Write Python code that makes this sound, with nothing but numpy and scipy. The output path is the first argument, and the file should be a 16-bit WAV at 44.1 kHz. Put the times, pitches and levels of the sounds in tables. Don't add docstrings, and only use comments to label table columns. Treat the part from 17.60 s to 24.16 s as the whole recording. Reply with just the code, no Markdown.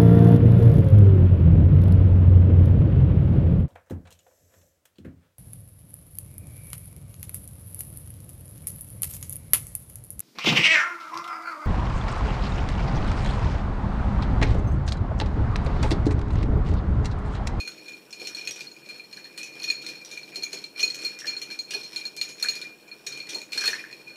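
import sys
import numpy as np
from scipy import signal
from scipy.fft import rfft, irfft, next_fast_len
from scipy.io import wavfile

SR = 44100
rng = np.random.default_rng(int(sys.argv[2]) if len(sys.argv) > 2 else 0)


def master_out(mix):
    frames = np.transpose(np.atleast_2d(mix))
    ceiling = np.clip(frames, -1, 1)
    pcm = np.round(ceiling * 32767).astype(np.int16)
    wavfile.write(sys.argv[1], SR, pcm)


N = 289296
AGE_S = np.arange(SR * 2 // 5) / SR

# start in seconds, nominal swell and hold in seconds,
# then low mode, second mode, upper mode and ice levels in dB, before each part's offset.
ICE_KNOCKS = [(0.001, 0.00057, .021, -30.5, -35, -47, -51), (0.051, .0006, 0.031, -39.5, -42, -63, -57),
              (0.075, 0.0008, 0.011, -37.5, -30, -39.5, -48.5), (0.118, .0005, 0.01, -49, -43, -63, -56),
              (0.259, .0004, 0.0097, -58, -44, -61, -67), (0.2816, 0.00065, 0.014, -35, -46, -48.5, -52),
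              (0.3343, .0006, 0.014, -38.5, -42, -65, -70), (0.527, 0.0022, 0.0092, -38, -35, -48, -48),
              (0.5966, 0.0038, 0.0097, -40, -37, -57, -58), (0.6155, .0005, 0.0039, -32, -37, -59, -60),
              (0.6487, .0005, 0.022, -41, -40, -55, -52), (0.67, .0006, 0.0085, -36.5, -31.5, -39, -46),
              (0.7475, 0.00049, 0.0072, -45, -28.5, -42, -48.5),
              (0.784, .0004, 0.011, -35.5, -35, -55, -54), (0.8735, .0003, 0.0084, -26.5, -26.5, -33, -40),
              (1.007, 0.00035, 0.011, -30.5, -43, -63, -44.5),
              (1.068, 0.0027, 0.0094, -58, -34.5, -69, -63), (1.115, .0004, .009, -48, -41.5, -52, -64),
              (1.164, .0008, 0.011, -41.5, -57, -69, -61), (1.288, .0005, 0.031, -38, -42, -63, -52),
              (1.396, .0005, 0.014, -36, -41, -68, -63), (1.4372, .002, .012, -51, -44, -69, -69),
              (1.5273, 0.00088, 0.014, -40.5, -37, -49, -53), (1.57, 0.00036, .008, -46, -37.5, -65, -57),
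              (1.643, .0005, .01, -53, -36.5, -55, -62), (1.7764, .0004, 0.03, -39, -38, -69, -44),
              (1.8302, 0.00056, 0.0077, -32.5, -38, -40, -44), (2.02, .001, 0.011, -44, -33.5, -49, -50),
              (2.039, 0.0027, 0.011, -30.5, -28.5, -37, -42.5),
              (2.073, 0.016, 0.0035, -25.5, -29, -57, -54), (2.101, 0.00097, 0.0075, -19, -17, -30, -41),
              (2.264, 0.00045, 0.017, -37, -31.5, -51, -46),
              (2.2874, 0.00055, 0.019, -35, -32.5, -63, -45.5), (2.4136, 0.0041, 0.01, -38, -47, -64, -60),
              (2.513, 0.00045, .02, -39.5, -41, -48, -47.5), (2.574, .0005, 0.0074, -29, -37.5, -57, -51),
              (2.6311, .0004, 0.016, -47, -38, -63, -56), (2.7575, 0.0004, 0.014, -42, -27.5, -45, -43),
              (2.823, .0013, 0.0049, -39, -28, -46, -57), (2.8323, 0.0053, 0.0056, -29, -21.5, -30.5, -42),
              (2.864, .0006, 0.0067, -31, -45, -54, -61), (2.93, 0.00058, 0.0075, -49, -30, -34.5, -42.5),
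              (3.04, 0.00077, 0.008, -37, -29.5, -58, -51), (3.1599, .0012, 0.011, -35.5, -39, -65, -63),
              (3.1932, .008, 0.0081, -26, -25.5, -43, -38),
              (3.2276, 0.0044, 0.013, -17.5, -17.5, -26, -37.5),
              (3.277, 0.00076, 0.0055, -39, -22.5, -46, -59), (3.301, 0.0012, 0.0083, -38, -23.5, -43, -47),
              (3.3446, .0005, 0.011, -39, -43, -43, -43), (3.4476, 0.004, 0.022, -35, -25, -43.5, -43.5),
              (3.667, 0.015, .02, -33, -25.5, -44.5, -41), (3.766, 0.00038, 0.016, -43, -27, -50, -59),
              (3.8154, 0.0044, .02, -38, -31, -43.5, -43), (3.91, 0.00054, 0.032, -35.5, -34.5, -60, -48.5),
              (3.9896, 0.00061, 0.016, -37, -26, -43, -48), (4.107, 0.0012, 0.027, -54, -42, -51, -40.5),
              (4.136, 0.012, 0.011, -28, -24.5, -55, -42), (4.2324, 0.00063, 0.035, -46, -37.5, -56, -48.5),
              (4.3605, .0005, 0.01, -36.5, -25.5, -40, -43), (4.412, .0005, 0.0098, -36.5, -34, -58, -68),
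              (4.4527, 0.00037, .014, -46, -27, -39.5, -49), (4.564, .022, 0.012, -37.5, -33.5, -45, -44),
              (4.613, .0003, 0.01, -29.5, -20.5, -28.5, -38), (4.689, 0.009, 0.044, -47, -49, -50, -47),
              (4.826, 0.00028, 0.0073, -30, -17.5, -28, -36.5),
              (4.8856, 0.00022, 0.014, -31, -18.5, -29, -38.5),
              (4.953, 0.0081, 0.012, -43, -32.5, -44, -44.5), (5.014, .004, 0.01, -33, -34.5, -50, -45),
              (5.034, .016, 0.04, -36.5, -61, -64, -67), (5.314, 0.00034, 0.015, -38.5, -40, -70, -73),
              (5.467, 0.00071, 0.013, -33.5, -31.5, -33, -40), (5.524, 0.0023, .016, -38, -38.5, -57, -50),
              (5.602, .0005, 0.0065, -35, -31.5, -55, -57), (5.6897, 0.018, 0.07, -55, -50, -59, -40.5),
              (5.745, 0.0063, 0.0091, -57, -25.5, -39, -45),
              (5.816, 0.00032, 0.0047, -33.5, -36, -41, -51.5),
              (5.9202, .0008, 0.015, -34, -33.5, -53, -47.5), (5.931, 0.00072, 0.0059, -26, -46, -46, -40),
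              (5.975, 0.0038, 0.017, -39, -21.5, -38, -44), (6.038, 0.0057, 0.0087, -32, -25, -51, -40),
              (6.056, 0.0024, 0.021, -33, -22.5, -33.5, -36),
              (6.077, 0.00035, 0.0042, -27, -18, -38, -35.5),
              (6.3271, 0.00042, 0.0069, -35.5, -36.5, -70, -60), (6.471, 0.0017, 0.024, -41, -66, -75, -73)]
# time in seconds, low mode in Hz.
WALL_DRIFT = [(0.0, 2464), (0.05, 2422), (0.84, 2420), (0.88, 2525), (1.02, 2410), (1.77, 2418),
              (1.81, 2530), (2.21, 2408), (3.12, 2360), (3.25, 2472), (3.4, 2424), (4.07, 2367),
              (4.11, 2485), (4.22, 2384), (6.03, 2435), (6.06, 2550), (6.38, 2428), (6.56, 2437)]
# frequency in Hz, relative level in dB.
UPPER_MODES = [(6700, -3.5), (9840, -19.5), (13700, -24)]
# frequency in Hz, t60 in seconds, relative level in dB.
CHATTER_MODES = [(2421.5, 0.045, 7.5), (4313, 0.079, 3.5), (5390, 0.047, -9.5), (6770, 0.035, -8)]
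# peak time in seconds, half length in seconds, push in dB,
# grinding in dB relative to the push.
SWEEPS = [(0.039, 0.14, -45, -7.5), (0.309, 0.055, -48, -7.5), (0.624, 0.049, -46, -2),
          (0.775, 0.07, -41, -6), (0.996, 0.051, -43.5, -2.5), (1.316, 0.058, -44.5, -10),
          (1.584, 0.086, -49.5, -5), (1.811, 0.052, -41.5, -11), (2.045, 0.1, -41.5, -8.5),
          (2.273, 0.066, -40.5, -8), (2.541, 0.055, -45.5, -2), (2.747, 0.054, -42, -6),
          (2.959, 0.047, -41.5, -3.5), (3.228, 0.044, -37, -4), (3.428, .07, -37, -10),
          (3.709, 0.06, -38.5, -8), (3.903, .04, -44.5, -3), (4.153, 0.053, -40.5, -6.5),
          (4.378, 0.074, -42.5, -2.5), (4.651, .04, -44.5, -8), (4.874, 0.071, -37.5, -9),
          (4.997, 0.064, -45, -10), (5.284, .05, -51, -16), (5.549, .06, -40.5, -11),
          (5.728, 0.045, -38.5, -5), (5.989, 0.042, -30.5, -4.5), (6.098, 0.063, -34, -5.5),
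          (6.327, .07, -49, -8), (6.531, .06, -46.5, -16)]
# start in seconds, relative level in dB, pitch in Hz.
GULPS = [(0.077, -39.5, 1460), (1.5755, -41, 1650), (1.655, -43, 1800), (3.6184, -34.5, 1730),
         (3.6446, -28, 1720), (3.9015, -42, 1590), (4.135, -36.5, 1616), (4.8386, -33.5, 1400),
         (4.8471, -24.5, 1660), (5.04, -40, 1930), (5.672, -43, 1960), (5.9763, -31.5, 1610),
         (6.0166, -28, 1640), (6.0395, -23, 1566), (6.0785, -22, 1785), (6.131, -19.5, 1723),
         (6.2398, -30, 1710), (6.3, -40, 1790)]
# start in seconds, relative level in dB.
CUBE_HITS = [(0.5063, -39), (0.6723, -27.5), (0.769, -32), (0.851, -34), (0.909, -24.5), (0.96, -36),
             (2.032, -29), (2.08, -35), (2.2647, -38), (2.448, -33), (3.2044, -22.5), (3.4357, -31),
             (3.588, -30.5), (3.603, -30.5), (3.656, -32), (4.108, -25), (4.141, -32), (4.798, -31.5),
             (5.465, -30.5), (5.6922, -29), (6.009, -24), (6.104, -27.5)]
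# start in seconds, relative level in dB.
JOLTS = [(0.612, -27), (0.67, -42), (2.775, -30.5), (2.929, -26.5), (3.231, -28.5), (3.435, -33.5),
         (4.145, -25.5), (5.725, -30), (5.755, -26.5), (6.077, -28)]
# frequency in Hz, rms level in dB.
MAINS_HUM = [(48.4, -84)]
# frequency in Hz, t60 in seconds.
ROOM_T60 = [(200, 0.4), (2000, 0.3), (5000, 0.43), (10000, 0.31), (16000, 0.14)]
# frequency in Hz, relative density in dB.
CRACK_SPECTRUM = [(150, -82), (400, -3), (1000, -20), (1700, -6.5), (3000, -1.5), (3700, -0.5), (4900, -1),
                  (5550, -2.5), (6300, -2), (8000, -8), (12000, -15), (15500, -23.5)]
GRIND_SPECTRUM = [(300, -22.5), (900, 0), (1600, -5.5), (3000, 5), (3700, 4.5), (4900, 2.5), (5550, 12.5),
                  (6300, -13), (8000, -5.5), (12000, -7), (15500, -25)]
CHURN_SPECTRUM = [(75, -46.5), (125, -8), (250, -7), (350, 1.5), (400, -4), (500, -4), (600, -11),
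                  (850, -15), (1150, -18), (2000, -39)]
FLOOR_SPECTRUM = [(18, -56), (30, -37), (77, -21), (105, -16), (135, -4), (240, -3.5), (370, -1.5),
                  (520, -5), (852, -8.5), (2070, -20.5), (2420, -3), (2830, -11), (3880, -20), (4310, -32),
                  (4660, -31), (5450, -16), (6210, -24), (6720, -18), (15500, -21)]
SPLASH_SPECTRUM = [(250, -19), (650, -8), (1000, -2.5), (1500, -2.5), (2100, 7), (3000, -3), (8000, -42)]
THUD_SPECTRUM = [(70, -58), (150, -48), (270, -5), (345, -3), (400, 7), (470, -2), (530, -4), (620, -8.5),
                 (900, -12), (1300, -29), (2500, -51)]


def amp(db):
    return 10 ** (np.asarray(db) / 20)


def unit(x):
    return x / np.sqrt(np.mean(x ** 2) + 1e-20)


def along(points, hz):
    points_hz, values = np.transpose(points)
    return np.interp(np.log(hz + 1), np.log(points_hz), values)


def add(track, start_s, sound):
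    part = track[max(round(start_s * SR), 0):][:len(sound)]
    part += sound[:len(part)]


def coloured(x, spectrum):
    size = next_fast_len(len(x) + 2048, True)
    gain = amp(along(spectrum, np.fft.rfftfreq(size, 1 / SR)))
    cepstrum = irfft(np.log(gain), size)
    cepstrum[1:size // 2] *= 2
    cepstrum[size // 2 + 1:] = 0
    return irfft(rfft(x, size) * np.exp(rfft(cepstrum)), size)[:len(x)]


def contacts(per_s, spread_db):
    hit = rng.random(N) < per_s / SR
    return unit(hit * rng.choice([-1, 1], N) * amp(spread_db * rng.uniform(-2.03, 2.0, N)))


def room_tails(count):
    hz, time_s, noise = signal.stft(rng.standard_normal((count, len(AGE_S))), SR, nperseg=256)
    decay = amp(-60 * time_s / along(ROOM_T60, hz)[:, None])
    tails = signal.istft(noise * decay, SR, nperseg=256)[1][:, :len(AGE_S)]
    onset = np.clip((AGE_S - 0.003) / 0.0053, 0, 1)
    corner_boost = 1 + 3.6 * np.exp(-AGE_S / 0.015)
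    tails = tails * onset * corner_boost
    return tails / np.linalg.norm(tails, axis=1, keepdims=True)


def in_room(x, tails, wet_db):
    wet = signal.fftconvolve(x, tails[rng.integers(len(tails))])[:len(x)]
    return x + amp(wet_db) * np.sqrt(np.mean(x ** 2)) * unit(wet)


def choked_mode(hz, swell_s, hold_s):
    rise = np.minimum(AGE_S / max(swell_s, 1e-4), 1)
    fall_db = -6 * (np.maximum(AGE_S - swell_s, 0) / hold_s) ** 2.54
    return rise * amp(np.maximum(fall_db, -200)) * np.sin(2 * np.pi * hz * AGE_S)


def free_mode(hz, t60_s, swell_s):
    rise = np.minimum(AGE_S / max(swell_s, 1e-4), 1)
    fall_db = -60 * np.maximum(AGE_S - swell_s, 0) / t60_s
    return rise * amp(fall_db) * np.sin(2 * np.pi * hz * AGE_S)


def cube_ping():
    return unit(sum(free_mode(rng.normal(5600, 174), t60_s=0.075, swell_s=0.00074) * rng.choice([-1, 1])
                    for _ in range(4)))


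def crack(swell_s, hold_s):
    age_s = AGE_S[:len(AGE_S) // 4]
    rise = np.minimum(age_s / (0.1 * swell_s + 0.00044), 1)
    chip_t60_s, skid_t60_s = 0.0094, 0.023 + 2.5 * hold_s
    fall = amp(-60 * age_s / chip_t60_s) + 0.83 * amp(-60 * age_s / skid_t60_s)
    tick_db = 4.4 * np.repeat(rng.uniform(-0.7, 1, len(age_s)), SR // 1000)[:len(age_s)]
    spectrum = [(hz, db + rng.normal(0, 2.94)) for hz, db in CRACK_SPECTRUM]
    ticks = amp(tick_db) * rng.standard_normal(len(age_s)) * rise * fall
    return unit(np.pad(coloured(ticks, spectrum), (0, len(AGE_S) - len(age_s))))


def light_knocks(per_sweep, swell_s=0.00072, hold_s=0.0083, spread_db=3, edge_fade_db=8.5):
    rows = []
    balance_db = np.array([-1, 2, -11.5, -12.5])
    for peak_s, half_s, push_db, _ in SWEEPS:
        for k in range(per_sweep):
            position = 2 * (k + rng.random()) / per_sweep - 1
            levels_db = push_db + balance_db + rng.normal(0, spread_db, 4) - edge_fade_db * position ** 2
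            rows.append((peak_s + 1.3 * half_s * position, swell_s, hold_s, *levels_db))
    return rows


def clinks(tails, slosh_scatter_hz=7.4):
    out = np.zeros(N)
    drift_s, drift_hz = np.transpose(WALL_DRIFT)
    knocks = ICE_KNOCKS + light_knocks(per_sweep=3)
    for start_s, swell_s, hold_s, low_db, second_db, upper_db, ice_db in knocks:
        low_hz = np.interp(start_s, drift_s, drift_hz) + rng.normal(0, slosh_scatter_hz)
        second_hz = 4255 + 0.31 * (low_hz - drift_hz.mean()) + rng.normal(0, slosh_scatter_hz)
        low = amp(low_db) * choked_mode(low_hz, swell_s + 0.0011, hold_s * 0.88)
        second = amp(second_db + 1) * choked_mode(second_hz, swell_s + 0.0006, hold_s * 0.98)
        upper = sum(amp(upper_db + rng.normal(db, 2.2)) * choked_mode(rng.normal(hz, 42), swell_s, hold_s)
                    for hz, db in UPPER_MODES)
        ice = amp(ice_db - 27 + rng.normal(0, 2.7)) * cube_ping()
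        ice += amp(ice_db - 12.5) * crack(swell_s, hold_s)
        for part, wet_db in (low, -4.5), (second, -9), (upper, 1.5), (ice, -0.5):
            add(out, start_s, in_room(part, tails, wet_db))
    return out


def sweep_gain(grind=False):
    time_s = np.arange(N) / SR
    power = np.zeros(N)
    for peak_s, half_s, push_db, grind_db in SWEEPS:
        width_s = half_s * np.where(time_s < peak_s, 0.95, 1.17)
        bell = np.exp(-np.minimum(((time_s - peak_s) / width_s) ** 2, 20))
        power += amp(push_db + grind_db if grind else push_db) ** 2 * bell
    idle_db = -61 if grind else -60
    return np.sqrt(power + amp(idle_db) ** 2)


def chatter(tails):
    wall = sum(amp(db) * free_mode(hz, t60_s, swell_s=0.00093) for hz, t60_s, db in CHATTER_MODES)
    ringing = unit(signal.fftconvolve(contacts(per_s=220, spread_db=4), wall)[:N])
    return in_room(amp(-8) * sweep_gain() * ringing, tails, wet_db=4.5)


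def grinding(tails):
    ticks = unit(coloured(contacts(per_s=240, spread_db=9), GRIND_SPECTRUM))
    return in_room(amp(-7.5) * sweep_gain(grind=True) * ticks, tails, wet_db=2.5)


def flow_gain(db_per_push_db, usual_push_db=-41.5):
    return (sweep_gain() / amp(usual_push_db)) ** db_per_push_db


def churning(tails):
    gurgle = unit(coloured(contacts(per_s=900, spread_db=4), CHURN_SPECTRUM))
    return in_room(amp(-54) * flow_gain(db_per_push_db=0.3) * gurgle, tails, wet_db=-5.5)


def bubble(hz, cycles):
    t60_s = cycles / hz
    phase = 2 * np.pi * hz * (AGE_S + 0.038 * AGE_S ** 2 / t60_s)
    rise = 1 - np.exp(-AGE_S / 0.0014)
    return rise * amp(-60 * AGE_S / t60_s) * np.sin(phase)


def bubbling(tails):
    spray = np.zeros(N)
    for when, loudness, pitch in rng.random((900, 3)):
        add(spray, when * N / SR, amp(10 * loudness) * bubble(1400 * 1.48 ** pitch, cycles=12))
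    return in_room(amp(-61) * flow_gain(db_per_push_db=0.49) * unit(spray), tails, wet_db=-1.5)


def background():
    hum = sum(amp(db) * unit(np.sin(2 * np.pi * hz * np.arange(N) / SR)) for hz, db in MAINS_HUM)
    return amp(-58) * unit(coloured(rng.standard_normal(N), FLOOR_SPECTRUM)) + hum


def gulps(tails, splash_t60_s=0.2, wake_delay_s=0.035, wake_scatter_oct=0.16, wake_oct_per_s=1.7):
    plips, splash_gain = np.zeros(N), np.zeros(N)
    for start_s, db, hz in GULPS:
        add(plips, start_s, amp(db + 8.5) * bubble(hz, cycles=26.6))
        add(splash_gain, start_s, amp(db - 23.5 - 60 * AGE_S / splash_t60_s))
        for delay_s, scatter in zip(rng.exponential(wake_delay_s, 8), rng.standard_normal(8)):
            wake_hz = hz * 2 ** (wake_scatter_oct * scatter + wake_oct_per_s * delay_s)
            wake_db = db - 8 - 2.2 * delay_s / wake_delay_s
            add(plips, start_s + delay_s, amp(wake_db) * bubble(wake_hz, cycles=37))
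    splash = splash_gain * unit(coloured(contacts(per_s=1000, spread_db=3.5), SPLASH_SPECTRUM))
    return in_room(plips, tails, wet_db=-2.5) + in_room(splash, tails, wet_db=-1.5)


def cube_hits(tails):
    out = np.zeros(N)
    for start_s, db in CUBE_HITS:
        ping = amp(db - 27) * cube_ping()
        tick = amp(db - 30.5) * crack(swell_s=0, hold_s=0.0067)
        add(out, start_s, in_room(ping + tick, tails, wet_db=0))
    return out


def table_jolts(tails, rise_s=0.0035, t60_s=0.086):
    out = np.zeros(N)
    envelope = (1 - np.exp(-AGE_S / rise_s)) * amp(-60 * AGE_S / t60_s)
    for start_s, db in JOLTS:
        thud = unit(coloured(envelope * rng.standard_normal(len(AGE_S)), THUD_SPECTRUM))
        add(out, start_s, in_room(amp(db - 29.5) * thud, tails, wet_db=-5))
    return out


def scene():
    tails = room_tails(count=24)
    ice = clinks(tails) + cube_hits(tails) + chatter(tails) + grinding(tails)
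    drink = gulps(tails) + bubbling(tails) + churning(tails)
    return (ice + drink + table_jolts(tails) + background())[None]


def record(dry, low_cut_hz=35, top_hz=15600):
    size = next_fast_len(N + SR // 2)
    hz = np.fft.rfftfreq(size, 1 / SR)
    highpass = 1 / np.sqrt(1 + (low_cut_hz / (hz + 1)) ** 8)
    return irfft(rfft(dry, size) * highpass * (hz < top_hz), size)[:, :N]


dry = scene()
out = record(dry)
master_out(out)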